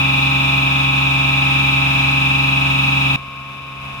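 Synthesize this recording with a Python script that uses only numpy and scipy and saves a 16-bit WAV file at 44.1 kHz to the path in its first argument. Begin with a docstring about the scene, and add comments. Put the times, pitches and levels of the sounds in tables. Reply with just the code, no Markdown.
"""A three-lobe rotary air blower drones at constant speed in a concrete plant room.
Six puffs of air a turn form a periodic pressure wave, heard as the drone. The meshing timing gears
whine, modulated by the drive belt; the motor hums, the casing rattles alike on every turn, and air
rushes in the pipes. The machine is heard first from close by, then abruptly from outside a louvred
window, where it is far quieter."""
import sys
import numpy as np
from scipy import signal
from scipy.fft import irfft
from scipy.io import wavfile
from scipy.ndimage import uniform_filter1d

SR = 44100
rng = np.random.default_rng(int(sys.argv[2]) if len(sys.argv) > 2 else 0)


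def transcribe(signal):
    """Save signal, clipped to [-1, 1], as a 16-bit WAV file at the path in sys.argv[1]."""
    frames = np.atleast_2d(signal).T
    limited = np.clip(frames, -1, 1)
    pcm = np.round(limited * 32767).astype(np.int16)
    wavfile.write(sys.argv[1], SR, pcm)


N = 176400

# Partials of the air pulsation, in the room and through the window:
# shaft multiple, left level/dB, right level/dB, interaural correlation (-1..1)
PUFF_PARTIALS_INSIDE = [(3, -34.0, -33.5, 0.99), (6, -22.0, -21.5, 0.96), (7, -45.0, -46.5, 0.75),
                        (8, -41.5, -41.5, 0.92), (9, -43.5, -42.5, 0.77), (10, -45.5, -45.0, 0.81),
                        (11, -45.0, -46.5, 0.68), (12, -30.5, -29.5, 0.56), (18, -45.5, -48.0, -0.2),
                        (24, -40.0, -47.5, -0.43), (27, -43.0, -58.5, 0.46), (30, -47.0, -44.5, 0.48),
                        (33, -46.0, -45.5, -0.25), (36, -33.5, -38.0, 0.42), (39, -47.5, -36.0, -0.83),
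                        (42, -32.0, -31.5, -0.65), (45, -34.0, -36.5, -0.8), (48, -31.5, -30.0, -0.49),
                        (51, -36.0, -44.0, -0.95), (54, -37.5, -40.0, 0.93), (60, -42.5, -47.5, -0.84),
                        (63, -51.0, -42.5, -0.44), (69, -48.0, -44.0, -0.2)]
PUFF_PARTIALS_OUTSIDE = [(3, -53, -53, 1.0), (6, -40, -39.5, 0.98), (9, -53, -52, 0.99),
                         (10, -58, -58.5, 0.97), (12, -52.0, -50.0, 0.98), (24, -54.0, -57.5, 0.53),
                         (30, -54, -54.5, 0.77), (39, -54.5, -53.0, 0.77), (42, -52.5, -51.0, -0.64),
                         (45, -54, -49.5, 0.89), (48, -39.3, -37.3, 0.98), (54, -47.5, -53.0, 0.91),
                         (57, -51.5, -51, 0.97)]
# Mesh tones and sidebands of the timing gears, in the room and through the window: same columns
GEAR_PARTIALS_INSIDE = [(57, -33.0, -46.0, 0.68), (103, -35.5, -33.5, 0.35), (105, -27.0, -27.5, 0.72),
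                        (106, -36.0, -38.5, -0.84), (108, -38.0, -39.5, 0.94), (109, -45.5, -37.5, 0.54),
                        (110, -38.0, -35.5, 0.39), (112, -34.5, -30.5, -0.26), (113, -27.0, -27.0, -0.04),
                        (114, -22.0, -23.0, -0.86), (115, -23.5, -22.5, -0.96), (116, -29.5, -32.0, 0.83),
                        (117, -33.0, -32.5, -0.2), (118, -44.0, -36.5, -0.31), (119, -35.5, -38.0, -0.63),
                        (120, -39.5, -41.5, -0.14), (123, -41.0, -32.5, 0.73), (124, -37.5, -36.0, -0.03),
                        (125, -45.0, -32.0, -0.12), (128, -46.0, -37.0, 0.36), (148, -42.5, -43, 0.4),
                        (150, -41.5, -41, 0.4), (153, -44.0, -42.0, 0.86), (155, -43.0, -36.5, 0.82),
                        (160, -47.0, -33.5, -0.18), (168, -42, -46, -0.1), (169, -41.0, -47.5, 0.72),
                        (171, -32.5, -38.5, -0.96)]
GEAR_PARTIALS_OUTSIDE = [(103, -46.0, -51.0, -0.31), (105, -43.0, -56.0, 0.47), (106, -46.0, -53.5, 0.16),
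                         (107, -50, -65, 0.1), (112, -49.0, -52.0, -0.44), (113, -46.5, -51.0, 0.52),
                         (114, -47.0, -50.5, 0.56), (115, -38.5, -44.5, -0.67), (116, -47.0, -52.5, 0.97),
                         (123, -45.0, -50.5, -0.2), (128, -52.5, -56.5, -0.17)]
# Slow rise and fall of the gear whine in the room: t/s, gain/dB
WHINE_ENVELOPE = [(0.0, -0.5), (1.6, 0.2), (3.16, -0.97)]
# Motor hum and whine: f/Hz, level/dB
MOTOR_TONES = [(300.3, -42.5), (679.3, -52), (866.3, -44.5)]
# Spectral envelope of the casing's shaft harmonics: f/Hz, inside level/dB, outside level/dB
RATTLE_SPECTRUM = [(45, -62, -66.0), (110, -48, -61), (335, -56.5, -77), (553, -80, -65.5),
                   (770, -55, -64.5), (1130, -52.5, -63), (1586, -49, -64), (1944, -58.5, -73),
                   (2240, -45, -63), (2540, -65, -56), (3070, -54, -61.5), (3290, -50, -71),
                   (3380, -46.5, -59), (3790, -57, -63.5), (3820, -49, -59), (4110, -55.5, -78),
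                   (4600, -70, -84), (5190, -60.5, -74.5), (5540, -75, -88), (6500, -67, -81.5),
                   (7350, -80, -96)]
# Spectral density of the rushing air: f/Hz, inside level/dB, outside level/dB (in a 1 Hz band)
AIR_SPECTRUM = [(15, -85, -85), (45, -65, -68), (62, -67, -80), (77, -60, -60), (100, -68, -73),
                (120, -61, -69), (217, -64.5, -75), (416, -71.5, -77), (637, -74, -78.5),
                (785, -61.5, -77.5), (1190, -65, -71.5), (1970, -68, -83.5), (2390, -61, -68),
                (2720, -53, -86), (2900, -58.5, -75), (3130, -60.5, -84), (3670, -59.5, -75),
                (3630, -65.5, -87), (4500, -76.5, -95), (5300, -72.5, -89.5), (5560, -77, -93.5),
                (7300, -80.5, -97.5), (9700, -82.5, -97), (15000, -82.5, -101.5)]
# Likeness of the two ears in the diffuse field: f/Hz, coherence (0..1)
EAR_COHERENCE = [(60, 0.9), (180, 0.94), (350, 0.33), (700, 0.1), (2500, .02)]
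# Left minus right for air and rattle: f/Hz, inside balance/dB, outside balance/dB
EAR_BALANCE = [(200, -2, 2.5), (1220, -0.5, 0), (2560, 3.5, 0.5), (4200, 3, 5), (8000, 1.5, -1),
               (15000, 2.5, 6)]
# Overall gain outside, stepping up a little near the end: t/s, gain/dB
OUTSIDE_ENVELOPE = [(3.17, 0.5), (3.80, 0.1), (3.83, 2.6), (4.0, 2.5)]

INSIDE, OUTSIDE = 0, 1  # index into each pair of settings
OUTSIDE_FROM_S, TOP_HZ = 3.162, 15750
SHAFT_HZ, SHAFT_WANDER_TURNS, PUFFS_PER_TURN = 22.593, 0.00028, 6
BELT_HZ = 10.0  # laps of the drive belt per second
SWEEP_TURNS = 0.125  # group delay per shaft multiple: the whine surges and sweeps upward once a turn
SWAY_DB_PER_KHZ, SWAY_HZ = 0.6, 1.57  # tones swell as the microphone sways through standing waves
PUFF_DB, RATTLE_DB, AIR_DB = (-0.02, 0.4), (-0.35, 0.3), (-1, -1.1)  # gains on the tabulated levels
GEARS_OUTSIDE_DB = -0.5
PUFF_WAVER, GEAR_WAVER, RATTLE_WAVER = (0.0078, 0.097), 0.081, 0.36  # share of each tone that wanders


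def lobe_drone(t, turns, place):
    """Periodic displacement: the lobes expel air in puffs, six to each turn of the shaft."""
    partials = (PUFF_PARTIALS_INSIDE, PUFF_PARTIALS_OUTSIDE)[place]
    drone = shaft_tones(partials, t, turns, PUFF_WAVER[place], waver_hz=12, belt_depth=0.028)
    return undb(PUFF_DB[place]) * drone


def gear_whine(partials, t, turns):
    """Gear meshing: mesh tones and sidebands interfere, so that the whine pulses once a turn."""
    return shaft_tones(partials, t, turns, GEAR_WAVER, waver_hz=17, belt_depth=0.2, scatter_cycles=0.3)


def shaft_tones(partials, t, turns, waver, waver_hz, belt_depth, scatter_cycles=1):
    """Modulation: each lap of the belt flutters the phase and amplitude of wavering shaft harmonics."""
    out = np.zeros((2, len(t)))
    for multiple, left_db, right_db, correlation in partials:
        cycles = multiple * (turns - SWEEP_TURNS * multiple / 2) + scatter_cycles * rng.random()
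        belt_angle = 2 * np.pi * (BELT_HZ * t + rng.random((2, 1)))
        belt_tug, belt_swell = belt_depth * np.cos(belt_angle)
        phase = 2 * np.pi * cycles + waver * drift(t, waver_hz) + belt_tug
        sway_db = SWAY_DB_PER_KHZ * multiple * SHAFT_HZ / 1000 * drift(t, SWAY_HZ)
        amplitude = np.sqrt(2) * (1 + waver * drift(t, waver_hz) + belt_swell) * undb(sway_db)
        # standing waves give each ear its own level and phase
        out[0] += undb(left_db) * amplitude * np.cos(phase)
        out[1] += undb(right_db) * amplitude * np.cos(phase - np.arccos(correlation))
    return out


def motor_hum(t):
    """Beating: of three steady motor tones, the middle one beats slowly against a puff overtone."""
    return sum(undb(db) * np.sqrt(2) * np.sin(2 * np.pi * (hz * t + rng.random()))
               for hz, db in MOTOR_TONES)


def casing_rattle(t, turns, place, strong_partials, size=8192, count=340):
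    """Fourier series: clatter repeating each turn fills the shaft harmonics between the strong tones."""
    multiples = np.arange(count)
    hz = multiples * SHAFT_HZ
    between = (multiples > 1) & ~np.isin(multiples, [row[0] for row in strong_partials])
    scatter_db = 3 * rng.standard_normal(count)
    gain = between * undb(read_curve(RATTLE_SPECTRUM, hz, 1 + place) + RATTLE_DB[place] + scatter_db)

    def clatter():
        one_turn = irfft(gain * diffuse_field(hz, place), size) * size / np.sqrt(2)
        return np.array([np.interp(turns % 1 * size, np.arange(size), ear) for ear in one_turn])
    changing = sum(clatter() * drift(t, rate_hz=7.85) for _ in range(2))
    return (clatter() + RATTLE_WAVER * changing) / np.sqrt(1 + 2 * RATTLE_WAVER ** 2)


def rushing_air(t, turns, place, puff_depth=0.075, turn_depth=0.065, flicker_db=0.7):
    """Flow noise: coloured by pipes and casing, it throbs in amplitude with each puff and each turn."""
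    hz = np.arange(N // 2 + 1) * SR / N
    gain = undb(read_curve(AIR_SPECTRUM, hz, 1 + place) + AIR_DB[place])
    rush = irfft(gain * diffuse_field(hz, place), N)[:, :len(t)] * np.sqrt(N * SR / 2)
    shaft_angle = 2 * np.pi * turns
    throb = 1 + puff_depth * np.cos(PUFFS_PER_TURN * shaft_angle) + turn_depth * np.cos(shaft_angle)
    return rush * throb * undb(flicker_db * drift(t, rate_hz=14))


def diffuse_field(hz, place):
    """Interaural coherence: random phases, alike at both ears in the bass, unrelated in the treble."""
    phase = rng.uniform(0, 2 * np.pi, len(hz))
    coherence = np.clip(read_curve(EAR_COHERENCE, hz, 1), 1e-3, 1)
    phase_gap = np.sqrt(-2 * np.log(coherence)) * rng.standard_normal(len(hz))
    ears = np.array([[.5], [-.5]])
    return np.exp(1j * (phase + ears * phase_gap)) * undb(ears * read_curve(EAR_BALANCE, hz, 1 + place))


def drift(t, rate_hz, size=32):
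    """Low-pass noise: random steps smoothed into a drift of unit standard deviation."""
    steps = np.repeat(rng.standard_normal(256), size)
    smooth = uniform_filter1d(uniform_filter1d(steps, size), size)
    return np.interp(t * (rate_hz * size), np.arange(len(smooth)), smooth / smooth.std())


def read_curve(table, hz, column):
    """Interpolation of one table column on a logarithmic frequency scale."""
    rows = np.array(table, float)
    return np.interp(np.log(np.maximum(hz, 1)), np.log(rows[:, 0]), rows[:, column])


def undb(db):
    """Decibels to amplitude ratio."""
    return np.exp(np.asarray(db) * np.log(10) / 20)


def plant_room(t, turns):
    """Superposition: beside the machine, drone, whine, hum, rattle and air add as pressures."""
    drone = lobe_drone(t, turns, INSIDE)
    whine_db = np.interp(t, *np.array(WHINE_ENVELOPE).T)
    whine = undb(whine_db) * gear_whine(GEAR_PARTIALS_INSIDE, t, turns)
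    hum = motor_hum(t)
    rattle = casing_rattle(t, turns, INSIDE, PUFF_PARTIALS_INSIDE + GEAR_PARTIALS_INSIDE)
    return drone + whine + hum + rattle + rushing_air(t, turns, INSIDE)


def outside_louvres(t, turns):
    """Transmission loss: the blower is fainter, the motor unheard; one whistling overtone stands out."""
    drone = lobe_drone(t, turns, OUTSIDE)
    whine = undb(GEARS_OUTSIDE_DB) * gear_whine(GEAR_PARTIALS_OUTSIDE, t, turns)
    rattle = casing_rattle(t, turns, OUTSIDE, PUFF_PARTIALS_OUTSIDE + GEAR_PARTIALS_OUTSIDE)
    gain = undb(np.interp(t, *np.array(OUTSIDE_ENVELOPE).T))
    return gain * (drone + whine + rattle + rushing_air(t, turns, OUTSIDE))


def scene():
    """Phase locking: the same turning shaft times the sound in the room, then outside."""
    t = np.arange(N) / SR
    turns = SHAFT_HZ * t + SHAFT_WANDER_TURNS * drift(t, rate_hz=2.7)
    inside = t < OUTSIDE_FROM_S
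    fade = np.clip((OUTSIDE_FROM_S - t[inside]) / 0.0023, 0, 1)
    room = fade * plant_room(t[inside], turns[inside])
    return np.hstack([room, outside_louvres(t[~inside], turns[~inside])])


def record(dry):
    """Band limiting: a steep elliptic low-pass filter removes the highest treble."""
    return signal.sosfilt(signal.ellip(10, .1, 80, TOP_HZ, fs=SR, output="sos"), dry)


dry = scene()
out = record(dry)
transcribe(out)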